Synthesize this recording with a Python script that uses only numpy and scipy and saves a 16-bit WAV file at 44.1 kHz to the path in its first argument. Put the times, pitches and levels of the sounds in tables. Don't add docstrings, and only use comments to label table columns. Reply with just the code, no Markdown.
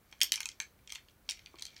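import sys
import numpy as np
from scipy import signal
from scipy.fft import rfft, irfft
from scipy.io import wavfile

SR = 44100
rng = np.random.default_rng(int(sys.argv[2]) if len(sys.argv) > 2 else 0)


def gain_from_decibels(decibels):
    exponent = np.asarray(decibels, float) / 20
    return 10 ** exponent


def dump_mix(stems):
    frames = np.atleast_2d(stems).T
    limited = np.clip(frames, -1, 1)
    pcm = np.round(limited * 32767).astype(np.int16)
    wavfile.write(sys.argv[1], SR, pcm)


N = 79380

# pitch_hz, level_db
FLOOR_SPECTRUM = [(18, -21.5), (30, -9.5), (45, -5.5), (62, -0.5), (85, -6), (130, -10.5), (270, -14),
                  (900, -21.5), (1500, -21), (2500, -28), (6200, -33), (8800, -32.5), (10500, -31.5),
                  (15600, -28), (16200, -47.5)]
# delay_s, level_db
ECHOES = [(.0078, -16), (.009, -14), (.0102, -14), (.0124, -17)]
# pitch_hz, time_to_fade_60_db_s, level_db
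ROOM_TAIL = [(985, 0.2, -8.5), (2170, 0.14, -7), (3480, 0.22, -12.5), (5500, 0.21, -11.5),
             (8650, 0.12, -12.5), (13000, .1, -7)]
# time_s, level_db
SLIDE_LEVELS = [(0, -87), (.09, -74.5), (0.169, -72.5), (.3, -79), (0.501, -72), (.7, -89.5), (.86, -76.5),
                (0.951, -54), (1.03, -82), (1.11, -74.5), (1.2, -103), (1.28, -69), (1.4, -70),
                (1.5, -73.5), (1.6, -64), (1.68, -69), (1.74, -65), (1.8, -58)]
# start_s, level_db
PALM_KNOCKS = [(.234, -47.5), (0.327, -49.5), (1.5417, -46)]
# pitch_hz, level_db, time_to_fade_60_db_s
KNOCK_MODES = [(328, -3, 0.039), (1090, -2, .015)]
# start_s, level_db
CAVITY_BOOMS = [(0.126, -56.5), (0.213, -52.5), (0.231, -49), (0.337, -52.5), (0.375, -51.5), (0.404, -47),
                (0.456, -49.5), (0.601, -46.5), (0.921, -52), (0.956, -54), (1.289, -50), (1.62, -57)]
# pitch_hz, level_db, time_to_fade_60_db_s
CAVITY_MODES = [(882, -2, 0.02076), (1076, -2.5, 0.023), (1297, 0.5, .02)]
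# start_s, level_db, length_s
COIN_PINGS = [(.2322, -62, .06), (.3204, -56, .016), (.4304, -68, .03), (.6012, -68, .012)]
# pitch_hz, level_db, time_to_fade_60_db_s
COIN_MODES = [(12120, 0, .2), (12740, 4, .15), (14770, -8.5, .1)]
# pitch_hz, level_db, time_to_fade_60_db_s
LOW_MODES = [(1742, -19.5, .012), (1994, -10.5, .012), (2162, 1, 0.023), (2352, -1.5, 0.038),
             (2478, -1.5, 0.017)]
BODY_MODES = [(2792, -8.5, 0.012), (3170, -2.5, 0.014), (3233, 0, 0.024), (3330, -12, .01)]
MIDDLE_MODES = [(3710, -3, 0.005), (3904, 0, .012), (4380, 1, .01), (4405, 0, 0.01265), (4767, -12, 0.014)]
HIGH_MODES = [(4722, -8, .01), (5510, 1, 0.014), (6210, -2, 0.013), (6395, -12, 0.01), (6620, -7.5, .008),
              (7095, -1, .008), (7600, -11.5, 0.0044)]
TOP_MODES = [(8500, -0.5, .005), (9010, -5, .005), (10860, -16.5, .004), (12330, -14.5, .005),
             (14200, -17, 0.0037)]
# low_hz, high_hz, crack_db, decay_s
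CRACK_BANDS = [(1720, 3020, -1, 0.0013), (2690, 4180, -5.5, 0.0017), (3800, 4400, -2, 0.00048),
               (5270, 6800, 1, 0.00073), (7700, 10500, -1, 0.00037)]
# start_s, low_db, body_db, middle_db, high_db, top_db, chatter_ms
CONTACTS = [(0.1139, -70, -71, -70, -60, -67, 1.1), (0.1259, -48, -48, -53, -53, -64, 2.2),
            (0.1912, -84, -71, -72, -66, -79, 1.0), (0.2048, -46, -45, -52, -47, -49, 1.3),
            (0.2144, -27, -21, -26, -18, -25, 1.0), (0.2209, -33, -24, -31, -23, -30, 0.9),
            (0.2269, -55, -45, -44, -41, -53, 1.5), (0.2322, -50, -37, -35, -22, -24, 0.7),
            (0.2923, -58, -51, -52, -60, -61, 1.7), (0.3204, -31, -24, -24, -21, -25, 0.9),
            (0.3382, -44, -34, -36, -35, -42, 2.2), (0.341, -43, -39, -52, -48, -39, 2.2),
            (0.3577, -42, -42, -41, -28, -40, 2.2), (0.3762, -40, -47, -60, -46, -62, 2.2),
            (0.4048, -35, -39, -38, -32, -39, 2.2), (0.4304, -46, -43, -42, -40, -54, 2.1),
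            (0.4567, -36, -41, -38, -30, -42, 1.3), (0.4891, -49, -45, -46, -35, -52, 0.8),
            (0.5163, -71, -55, -63, -51, -72, 1.1), (0.6012, -32, -40, -33, -29, -41, 1.0),
            (0.6202, -48, -52, -45, -52, -53, 2.2), (0.6313, -51, -62, -62, -54, -70, 2.2),
            (0.7894, -66, -74, -78, -80, -79, 2.2), (0.8749, -55, -47, -61, -48, -69, 1.3),
            (0.8948, -50, -50, -56, -52, -70, 2.2), (0.9025, -47, -44, -49, -47, -58, 1.4),
            (0.922, -43, -40, -46, -35, -46, 0.9), (0.9503, -62, -43, -54, -47, -51, 1.6),
            (0.9555, -47, -38, -42, -44, -51, 2.2), (0.9829, -55, -57, -64, -66, -80, 1.2),
            (1.0851, -66, -56, -60, -63, -70, 1.3), (1.0965, -73, -64, -68, -78, -71, 2.2),
            (1.2903, -39, -32, -36, -32, -50, 2.2), (1.2969, -43, -54, -38, -34, -37, 1.6),
            (1.3031, -57, -43, -50, -38, -49, 2.2), (1.3093, -56, -38, -34, -31, -51, 1.4),
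            (1.3184, -43, -57, -41, -40, -51, 1.6), (1.3722, -55, -57, -59, -64, -69, 1.9),
            (1.392, -53, -57, -54, -58, -68, 2.2), (1.4601, -52, -49, -45, -50, -62, 1.7),
            (1.4695, -51, -64, -64, -69, -76, 2.0), (1.5564, -62, -62, -56, -67, -73, 1.1),
            (1.586, -54, -54, -52, -54, -71, 1.5), (1.5954, -53, -53, -53, -47, -68, 1.0),
            (1.6089, -72, -58, -58, -55, -58, 2.2), (1.6118, -60, -58, -51, -67, -75, 0.7),
            (1.6227, -50, -48, -35, -36, -44, 1.1), (1.6262, -58, -47, -49, -51, -50, 0.7),
            (1.6532, -52, -48, -40, -41, -47, 0.6), (1.6661, -70, -53, -45, -47, -57, 0.9),
            (1.6815, -61, -53, -69, -70, -66, 1.7), (1.7046, -64, -61, -57, -66, -71, 0.9),
            (1.7341, -71, -67, -63, -68, -78, 1.4), (1.7647, -52, -55, -53, -48, -65, 1.2),
            (1.7871, -62, -61, -65, -61, -80, 1.6)]

FLOOR_DB = -66
ECHO_SMEAR_S, ECHO_TOP_HZ = 0.00032, 8880
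TAIL_START_S, TAIL_SWELL_S = 0.0035, 0.006
TICKS_PER_S, TICK_SPREAD_DB = 760, 2.5
TICK_DAMPING = 0.6
MODE_SCATTER_DB = 3.0
MODE_DETUNE = 0.018
CHATTER_DB_AT_1_MS = -8


def unit(x):
    return x / np.sqrt(np.sum(x ** 2))


def add(out, x, start_s):
    i = int(start_s * SR)
    out[i:i + len(x)] += x[:len(out) - i]


def band(lo_hz, hi_hz, order):
    return signal.butter(order, [lo_hz, min(hi_hz, 0.45 * SR)], "band", fs=SR, output="sos")


def floor():
    freqs = np.fft.rfftfreq(N, 1 / SR)
    hz, db = np.array(FLOOR_SPECTRUM).T
    gain = gain_from_decibels(np.interp(np.log(freqs + 1), np.log(hz), db))
    noise = irfft(rfft(rng.standard_normal(N)) * gain, N)
    return unit(noise) * np.sqrt(N) * gain_from_decibels(FLOOR_DB)


def room(x):
    t = np.arange(SR // 3) / SR
    freqs = np.fft.rfftfreq(len(t), 1 / SR)
    response = np.zeros(len(t))
    for delay_s, db in ECHOES:
        echo = unit(rng.standard_normal(200) * np.exp(-t[:200] / ECHO_SMEAR_S))
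        dulled = signal.lfilter(*signal.butter(1, ECHO_TOP_HZ, fs=SR), echo)
        add(response, gain_from_decibels(db) * dulled, delay_s)
    log_hz = np.log(np.array(ROOM_TAIL)[:, 0])
    noise = rfft(rng.standard_normal(len(t)))
    late = np.maximum(t - TAIL_START_S, 0)
    swell = 1 - np.exp(-(late / TAIL_SWELL_S) ** 2)
    for k, (_, t60, db) in enumerate(ROOM_TAIL):
        weight = np.interp(np.log(freqs + 1), log_hz, np.arange(len(log_hz)) == k)
        fade = np.exp(-np.log(1000) * t / t60)
        response += gain_from_decibels(db) * irfft(noise * weight, len(t)) * unit(swell * fade)
    response[0] += 1
    return signal.fftconvolve(x, response)[:N]


def ring(modes, scatter_db, detune, size):
    hz, db, t60 = np.array(modes).T[:, :, None]
    t = np.arange(size) / SR
    pitch_draw, sign_draw, level_draw = rng.standard_normal((3, len(modes), 1))
    wave = np.sin(2 * np.pi * hz * (1 + detune * pitch_draw) * t)
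    fade = np.exp(-np.log(1000) * t / t60)
    gain = np.sign(sign_draw) * gain_from_decibels(db + scatter_db * level_draw)
    return np.sum(gain * wave * fade, axis=0)


def add_sliding(out):
    for modes in (LOW_MODES, BODY_MODES, MIDDLE_MODES, HIGH_MODES) * 3:
        chance, boost, sign = rng.random(N), rng.exponential(size=N), rng.standard_normal(N)
        happens = chance < TICKS_PER_S / 12 / SR
        ticks = happens * gain_from_decibels(TICK_SPREAD_DB * boost) * np.sign(sign)
        ticks = ticks * gain_from_decibels(np.interp(np.arange(N) / SR, *np.array(SLIDE_LEVELS).T))
        damped = np.array(modes) * [1, 1, TICK_DAMPING]
        tick = ring(damped, MODE_SCATTER_DB, 0.05, size=1000)
        tick = signal.sosfilt(band(1400, 9000, order=2), tick)
        out += signal.fftconvolve(ticks, tick)[:N]


def add_booms_and_knocks(out):
    for events, modes in ((CAVITY_BOOMS, CAVITY_MODES), (PALM_KNOCKS, KNOCK_MODES)):
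        for start_s, db in events:
            tones = ring(modes, 1.2, 0.023, size=3000)
            add(out, gain_from_decibels(db) * signal.sosfilt(band(200, 1600, order=2), tones), start_s)


def add_coin_pings(out):
    t = np.arange(9000) / SR
    for start_s, db, length_s in COIN_PINGS:
        stop = np.exp(-np.maximum(t - length_s, 0) / 0.004)
        ping = gain_from_decibels(db) * stop * ring(COIN_MODES, 0, 0, size=9000)
        add(out, signal.sosfilt(band(9000, 16000, order=2), ping), start_s)


def contact(levels_db, chatter_ms):
    first = int(0.003 * SR)
    t = np.arange(3 * first) / SR
    ms = max(chatter_ms, 0.2)
    bounces = unit(rng.standard_normal(len(t)) ** 3 * np.exp(-t * 1000 / ms))
    push = gain_from_decibels(CHATTER_DB_AT_1_MS) * ms * bounces
    push[0] += 1
    groups = (LOW_MODES, BODY_MODES, MIDDLE_MODES, HIGH_MODES, TOP_MODES)
    out = 0
    for modes, (lo_hz, hi_hz, crack_db, crack_s), db in zip(groups, CRACK_BANDS, levels_db):
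        x = unit(ring(modes, MODE_SCATTER_DB, MODE_DETUNE, size=3000))
        burst = rng.standard_normal(len(t)) * np.exp(-t / crack_s)
        crack = signal.sosfilt(band(lo_hz, hi_hz, order=1), burst)
        x[:len(t)] += gain_from_decibels(crack_db) * unit(crack)
        group_band = band(modes[0][0] * 0.87, modes[-1][0] * 1.154, order=3)
        x = signal.sosfilt(group_band, signal.fftconvolve(x, push))
        out = out + x * gain_from_decibels(db) / np.sqrt(2 * np.mean(x[:first] ** 2))
    return out


def bank():
    out = np.zeros(N)
    for start_s, *levels_db, chatter_ms in CONTACTS:
        add(out, contact(levels_db, chatter_ms), start_s)
    add_coin_pings(out)
    add_booms_and_knocks(out)
    add_sliding(out)
    return out


def scene():
    return (room(bank()) + floor())[None, :]


def low_pass(x):
    return signal.sosfilt(signal.butter(12, 16970, fs=SR, output="sos"), x)


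def record(dry):
    return low_pass(dry)


dry = scene()
out = record(dry)
dump_mix(out)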